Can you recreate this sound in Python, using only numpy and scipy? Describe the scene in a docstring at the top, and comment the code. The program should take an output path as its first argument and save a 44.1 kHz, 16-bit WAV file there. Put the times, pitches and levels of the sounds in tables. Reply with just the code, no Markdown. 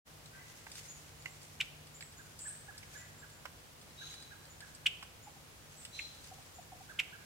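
"""Four sharp 'check' calls from a blackbird on a branch near the microphones, each a fast whip of pitch
that the trees answer. Farther into the wood, small birds lisp and whistle; off to the right, two lower
voices yelp and toot, and dry clucks sound. Dry leaves stir and tick around the stereo pair, over a bed
of distant rumble and a faint hum that swells, then slowly fades."""
import sys
import numpy as np
from scipy import signal
from scipy.fft import rfft, irfft, next_fast_len
from scipy.io import wavfile
from scipy.ndimage import map_coordinates

SR = 44100
rng = np.random.default_rng(int(sys.argv[2]) if len(sys.argv) > 2 else 0)


def store_wav(level_fs):
    """Save 16-bit WAV to argv[1]."""
    pcm = np.round(np.clip(np.atleast_2d(level_fs), -1, 1) * 32767)
    wavfile.write(sys.argv[1], SR, pcm.T.astype(np.int16))


N = 319725


def amp(db):
    return 10 ** (np.asarray(db) / 20)


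def unit(x):
    return x / np.sqrt(np.mean(x ** 2) + 1e-20)


def along(points, hz):
    """Read (f/Hz, value) points at hz, on a log frequency axis."""
    freqs, values = np.transpose(points)
    return np.interp(np.log(hz + 1), np.log(freqs + 1), values)


def wobble(rate, size):
    """A smooth random curve with rate knots a second."""
    knots = rng.standard_normal(int(size * rate / SR) + 4)
    return map_coordinates(knots, [np.arange(size) * rate / SR])


def filtered(x, response):
    """x through a filter whose gain is response(hz)."""
    size = x.shape[-1]
    padded = next_fast_len(size + 4096)
    return irfft(rfft(x, padded) * response(np.fft.rfftfreq(padded, 1 / SR)), padded)[..., :size]


def coloured(x, spectrum):
    """x shaped by (f/Hz, level/dB) points, at rms 1."""
    return unit(filtered(x, lambda hz: amp(along(spectrum, hz))))


def add(track, s, sound, pan_db=0):
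    """Mix a sound into a stereo track at time s; pan_db is left minus right."""
    part = track[:, max(round(s * SR), 0):][:, :sound.shape[-1]]
    part += (amp([[pan_db / 2], [-pan_db / 2]]) * sound)[:, :part.shape[1]]


def progress(length):
    """0 to 1 over a note of length seconds."""
    return np.linspace(0, 1, int(length * SR))


def tone(hz, taper):
    """A sine on a pitch track, with soft ends."""
    return np.sqrt(2) * np.sin(2 * np.pi * np.cumsum(hz) / SR) * signal.windows.tukey(len(hz), taper)


def woods(sound, wet_db, t60, near_db, near_t60, lag_ms):
    """A sound at the pair, lag_ms later on the left: near branches scatter it, far trunks add a tail."""
    t = np.arange(SR) / SR
    trunks = rng.standard_normal((2, SR)) * amp(-60 * t / t60) * (1 - np.exp(-t / 0.01))
    branches = rng.standard_normal((2, SR)) * amp(-60 * t / near_t60) * (1 - np.exp(-t / 0.006))
    echo = (amp(wet_db) * unit(trunks) + amp(near_db) * unit(branches)) / np.sqrt(SR)
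    delay_s = np.array([[.5], [-.5]]) * lag_ms / 1000
    direct = filtered(np.pad(sound, (0, SR - 1)), lambda hz: np.exp(-2j * np.pi * hz * delay_s))
    return direct + signal.fftconvolve(sound[None], echo, axes=1)


def air():
    """The bed: far rumble, alike at both microphones, and a soft, wide hiss."""
    # spectrum of the bed: f/Hz, level/dB
    spectrum = [(12, -55), (20, -22.5), (59, -6), (101, -3.5), (122, -7), (148, -6.5), (180, -10.5),
                (289, -13), (416, -15.5), (452, -13.5), (746, -15), (2840, -19.5), (7520, -23.5),
                (15500, -28.5)]
    # likeness of left and right: f/Hz, correlation
    likeness = [(60, 0.94), (150, 0.6), (380, 0.46), (950, -0.0005), (2380, -0.11), (5980, 0.059),
                (15000, -0.13)]

    def mid_side_gains(hz):
        angle = np.arccos(along(likeness, hz)) / 2
        return amp(along(spectrum, hz)) * np.array([np.cos(angle), np.sin(angle)])

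    mid, side = filtered(rng.standard_normal((2, N)), mid_side_gains)
    return unit(np.array([mid + side, mid - side])) * amp(-56 + 0.095 * wobble(3.7, N))


def hum():
    """A faint, wavering hum in the centre that swells, then slowly fades."""
    # partials before the swell: f/Hz, level/dB
    partials = [(100.2, -74), (150.6, -69), (452, -87)]
    peak_s, peak_db, rise_db_per_s, fall_db_per_s = 1.5, 5.3, 2.6, 1.6
    out, t = np.zeros(N), np.arange(N) / SR
    for hz, db in partials:
        level = np.sqrt(2) * amp(db + 1.6 * wobble(5.3, N))
        out += level * np.sin(2 * np.pi * hz * t + 0.58 * wobble(5, N))
    return out * amp(peak_db - np.maximum(rise_db_per_s * (peak_s - t), fall_db_per_s * (t - peak_s)))


def leaf_rustle():
    """Dry leaves on both sides: a crackle that swells and settles with each stir."""
    # crests of the stirs: t/s, level/dB
    stirs = [(0.55, -60.5), (0.8, -52), (1.45, -58.5), (2.45, -57.5), (2.93, -58), (4.1, -60.5),
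             (4.68, -67), (5.8, -62.5), (6.27, -57.5), (6.85, -64)]
    # spectrum of the rustle: f/Hz, level/dB
    spectrum = [(600, -18), (2000, -1), (4000, -3.5), (6500, 1), (8500, -3), (11000, -8.5), (15500, -16)]
    rise_s, fall_s, calm_db = 0.2, 0.19, -73.5
    t = np.arange(N) / SR
    swells = [amp(db) * np.exp(-np.maximum((s - t) / rise_s, (t - s) / fall_s)) for s, db in stirs]
    level = np.hypot(amp(calm_db), np.linalg.norm(swells, axis=0))  # the powers add
    crackle = rng.standard_normal((2, N)) * amp(2.2 * wobble(350, N) + 2.5 * wobble(35, N))
    return level * coloured(crackle, spectrum)


def leaf_ticks():
    """Dry leaves tick in fast-dying snaps of noise: some clear, and faint ones at random times."""
    # the clear ticks: t/s, level/dB, tilt below the pivot/(dB per octave)
    clear = [(0.2588, -45, 6), (0.717, -38, 4), (0.7546, -38.5, -1), (1.4307, -46, 10), (2.008, -39, -3),
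             (2.391, -37.5, 22), (2.7793, -39, 9), (4.1406, -39, -2), (4.225, -41.5, 1),
             (4.6053, -39, -5.5), (4.7494, -40.5, 13), (5.028, -42, 6), (5.8512, -37, 5), (6.243, -45, -3)]
    # spectrum of a tick before its tilt: f/Hz, level/dB
    spectrum = [(500, -30), (1500, 0.5), (3300, 0.5), (4800, 10), (6500, -6.5), (8300, 6.5), (10000, -7),
                (15000, -22)]
    pivot_hz, faint_per_s, faint_db = 6500, 2, -48.5
    out, end_s = np.zeros((2, N)), (N - 1) / SR
    age = np.arange(2048) / SR
    fade = amp(-60 * age / .028)
    faint = [(rng.uniform(0, end_s), rng.normal(faint_db, 1), 0) for _ in range(int(faint_per_s * end_s))]
    for s, db, tilt_db in clear + faint:
        tilted = [(hz, level + tilt_db * np.log2(min(hz / pivot_hz, 1))) for hz, level in spectrum]
        snap = amp(db - 4.5) * coloured(rng.standard_normal(len(age)), tilted) * fade
        add(out, s, woods(snap, wet_db=-13, t60=.2, near_db=-5, near_t60=.045, lag_ms=-.1))
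    return out


def yelps():
    """A distant bird on the right: arched yelps, a little hoarse and never quite alike."""
    # the yelps: t/s, top f/Hz, level/dB
    calls = [(2.18, 1660, -60), (2.444, 1790, -54.5), (2.673, 1735, -56), (2.939, 1723, -56.5),
             (3.213, 1672, -58), (4.003, 1673, -56.5), (4.303, 1678, -58), (4.61, 1740, -56.5),
             (6.884, 1675, -55), (7.119, 1687, -55.5)]
    # arch of one yelp: share of its length, f/top f, level/dB
    arch = [(0, 0.764, -8), (.25, .92, 0), (.45, 1, 4.5), (.68, .92, 0), (1, 0.67, -4)]
    share, bend, level_db = np.transpose(arch)
    out, u = np.zeros((2, N)), progress(0.0461)
    for s, top_hz, db in calls:
        hz = top_hz * np.interp(u, share, bend) * (1 + .025 * wobble(350, len(u)))
        note = amp(db + np.interp(u, share, level_db)) * tone(hz, taper=0.45)
        add(out, s, woods(note, wet_db=-4, t60=1, near_db=-11, near_t60=0.069, lag_ms=0.16), pan_db=-7.5)
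    return out


def toots():
    """A low voice just right of centre: short toots that fall in pitch."""
    # the toots: t/s, f/Hz, level/dB
    calls = [(2.682, 813, -58), (5.269, 810, -52.5), (5.36, 804, -60.5), (6.313, 738, -51.5),
             (6.38, 750, -58), (6.583, 754, -52), (6.719, 745, -50), (6.805, 755, -55.5)]
    out, u = np.zeros((2, N)), progress(0.019)
    for s, centre_hz, db in calls:
        hz = centre_hz * (1 + 0.11 * (.5 - u) + 0.028 * wobble(193, len(u)))
        note = amp(db) * tone(hz, taper=0.44)
        add(out, s, woods(note, wet_db=-8, t60=.28, near_db=-15, near_t60=.14, lag_ms=-.042), pan_db=-2)
    return out


def whistles():
    """Far, hoarse whistles that rise at once and then hold, more echo than direct sound."""
    # the whistles: t/s, length/s, start f/Hz, end f/Hz, level/dB, hoarseness/dB
    calls = [(3.965, 0.13, 3750, 4006, -51, -3.5), (3.99, 0.11, 6270, 6530, -60.5, -3),
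             (5.913, 0.12, 3900, 4083, -52, 0), (5.921, 0.057, 5300, 6300, -61.5, 4.5),
             (0.315, 0.127, 1800, 2040, -64, -7), (0.316, 0.07, 1480, 1593, -61, 0.5),
             (2.947, 0.123, 1800, 1994, -67, 5)]
    # spectrum of the hoarse noise: f/end f, level/dB
    hoarse = [(.3, -22), (.65, -9), (1, 1), (1.12, -10), (1.5, -9.5), (2.2, -32)]
    out = np.zeros((2, N))
    for s, length, start_hz, end_hz, db, hoarse_db in calls:
        u = progress(length)
        glide_hz = end_hz + (start_hz - end_hz) * np.exp(-4 * u)
        hz = glide_hz * (1 + 0.015 * wobble(715, len(u)))
        breath = coloured(rng.standard_normal(len(u)), [(k * end_hz, level) for k, level in hoarse])
        note = amp(db - 4) * (tone(hz, taper=0.48) + amp(hoarse_db) * breath * np.sin(np.pi * u))
        add(out, s, woods(note, wet_db=4.5, t60=0.9, near_db=-1, near_t60=0.19, lag_ms=-0.497))
    return out


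def lisp(length, start_hz, db, rise=.08):
    """One fluttering note with its echoes, curving upward by the share rise of its pitch."""
    u = progress(length)
    flutter = .017 * wobble(900, len(u))
    hz = start_hz * (1 + rise * u ** 1.3) * (1 + flutter)
    note = amp(db) * tone(hz, taper=0.48)
    return woods(note, wet_db=-1, t60=0.56, near_db=-4.5, near_t60=0.087, lag_ms=-0.252)


def lisps():
    """Small birds back in the trees: thin lisps, and longer two-voiced ones that end in an upward flick."""
    # short lisps: t/s, start f/Hz, level/dB
    singles = [(0.88, 6560, -52.5), (1.188, 6800, -65), (1.29, 7200, -64), (1.937, 6990, -57),
               (2.012, 7500, -57.5), (2.165, 6680, -62.5), (2.962, 6830, -55), (3.175, 7170, -62),
               (3.312, 6930, -64), (4.493, 6700, -62), (5.222, 6780, -62), (5.98, 6750, -61),
               (6.54, 6770, -61)]
    # two-voiced lisps: t/s, upper start f/Hz, level/dB, length/s, flick top f/Hz, flick gain/dB
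    doubles = [(2.388, 7900, -51, .088, 9180, 7), (5.756, 7770, -61.5, .07, 8600, 3)]
    short_s, flick_s = .04, .037
    out = np.zeros((2, N))
    for s, hz, db in singles:
        add(out, s, lisp(short_s, hz, db))
    for s, hz, db, length, top_hz, flick_db in doubles:
        add(out, s, lisp(length, hz, db))
        add(out, s, lisp(length, .9 * hz, db - 4.5))  # the lower voice
        flick_hz = .94 * hz
        add(out, s + .85 * length, lisp(flick_s, flick_hz, db + flick_db, rise=top_hz / flick_hz - 1))
    return out


def clucks():
    """Toneless clucks on the right: puffs through a fixed low resonance and an upper one that varies."""
    # the clucks: t/s, level/dB, upper resonance f/Hz, low resonance level/dB
    calls = [(0.666, -46.5, 1850, -5.5), (1.2569, -36.5, 2060, -10), (2.023, -46, 2100, -26),
             (2.828, -50.5, 2230, -22), (3.454, -40, 1760, -3), (5.025, -44, 2540, 4),
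             (5.85, -48, 3030, -25)]
    out = np.zeros((2, N))
    age = np.arange(2048) / SR / 0.0025  # 1 at the crest of the puff
    swell = (age * np.exp(1 - age)) ** 1.1
    for s, db, upper_hz, low_db in calls:
        throat = [(400, -24), (950, low_db), (1300, low_db / 2 - 7),
                  (upper_hz, 0), (1.11 * upper_hz, -2), (1.47 * upper_hz, -13), (12000, -33)]
        breath = coloured(rng.standard_normal(len(age)), throat)
        puff = amp(db) * unit(breath * swell) / unit(swell).max()
        add(out, s, woods(puff, wet_db=-14, t60=.4, near_db=-10, near_t60=.05, lag_ms=.13), pan_db=-6.5)
    return out


def blackbird():
    """Close by, each check whips in pitch: up to a pure crest, down, up to a rasping crest, and down."""
    # the checks: t/s, level/dB, crest f/Hz, dip f/Hz, second crest f/Hz, length/s, rasp/dB, pan/dB
    checks = [(1.6, -24, 3054, 2346, 3780, .0162, -8.5, -1), (4.8572, -18, 3260, 2546, 3270, .015, -13, -1),
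              (5.988, -31.5, 2760, 2187, 2760, .012, -18, -3),
              (6.987, -22.5, 3285, 2278, 3300, 0.017, -13, -2.5)]
    # turns of one check: share of its length, level/dB, roughness (0-1)
    turns = [(0, -24, .6), (.16, -14, .5), (.3, -1, .2), (.44, 1, .25), (.55, 0, .4), (.67, -2, .7),
             (.77, -1, 1), (.89, -2, .7), (1, -11, .8)]
    # spectrum of the rasp: f/Hz, level/dB
    rasp_spectrum = [(500, -40), (1400, -4.5), (3500, 8), (5200, -4), (8300, -4), (10000, -58),
                     (11500, -7.5), (13000, -27), (15000, -30)]
    harmonics_db = [-5.5, -32, -31, -35]
    share, turn_db, turn_rough = np.transpose(turns)
    out = np.zeros((2, N))
    for s, db, crest_hz, dip_hz, second_hz, length, rasp_db, pan_db in checks:
        u = progress(length)
        turn_hz = [0.358 * crest_hz, .67 * crest_hz, crest_hz, (crest_hz + dip_hz) / 2,
                   dip_hz, dip_hz, second_hz, 1.046 * dip_hz, 0.7 * dip_hz]
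        hz, level_db, rough = [np.interp(u, share, column) for column in (turn_hz, turn_db, turn_rough)]
        hz *= 1 + 0.058 * rough * wobble(886, len(u))
        voice = sum(amp(level) * tone(k * hz, taper=0.025) for k, level in enumerate(harmonics_db, 1))
        voice *= amp(2 * rough * wobble(1224, len(u)))
        rasp = coloured(rng.standard_normal(len(u)), rasp_spectrum)
        call = amp(db + level_db) * (voice + amp(rasp_db) * rough * rasp)
        add(out, s, woods(call, wet_db=-13.5, t60=.65, near_db=-6.5, near_t60=.05, lag_ms=.01), pan_db)
    return out


def scene():
    """The wood as it reaches the stereo pair."""
    birds = blackbird() + lisps() + whistles() + yelps() + toots() + clucks()
    return birds + leaf_rustle() + leaf_ticks() + air() + hum()


def record(dry):
    """A quick fade-in, and a sharp cut of the highest treble."""
    top_hz = 15850
    fade_in = np.interp(np.arange(N) / SR, [.045, .075], [0, 1]) ** 2
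    return filtered(dry * fade_in, lambda hz: hz < top_hz)


dry = scene()
out = record(dry)
store_wav(out)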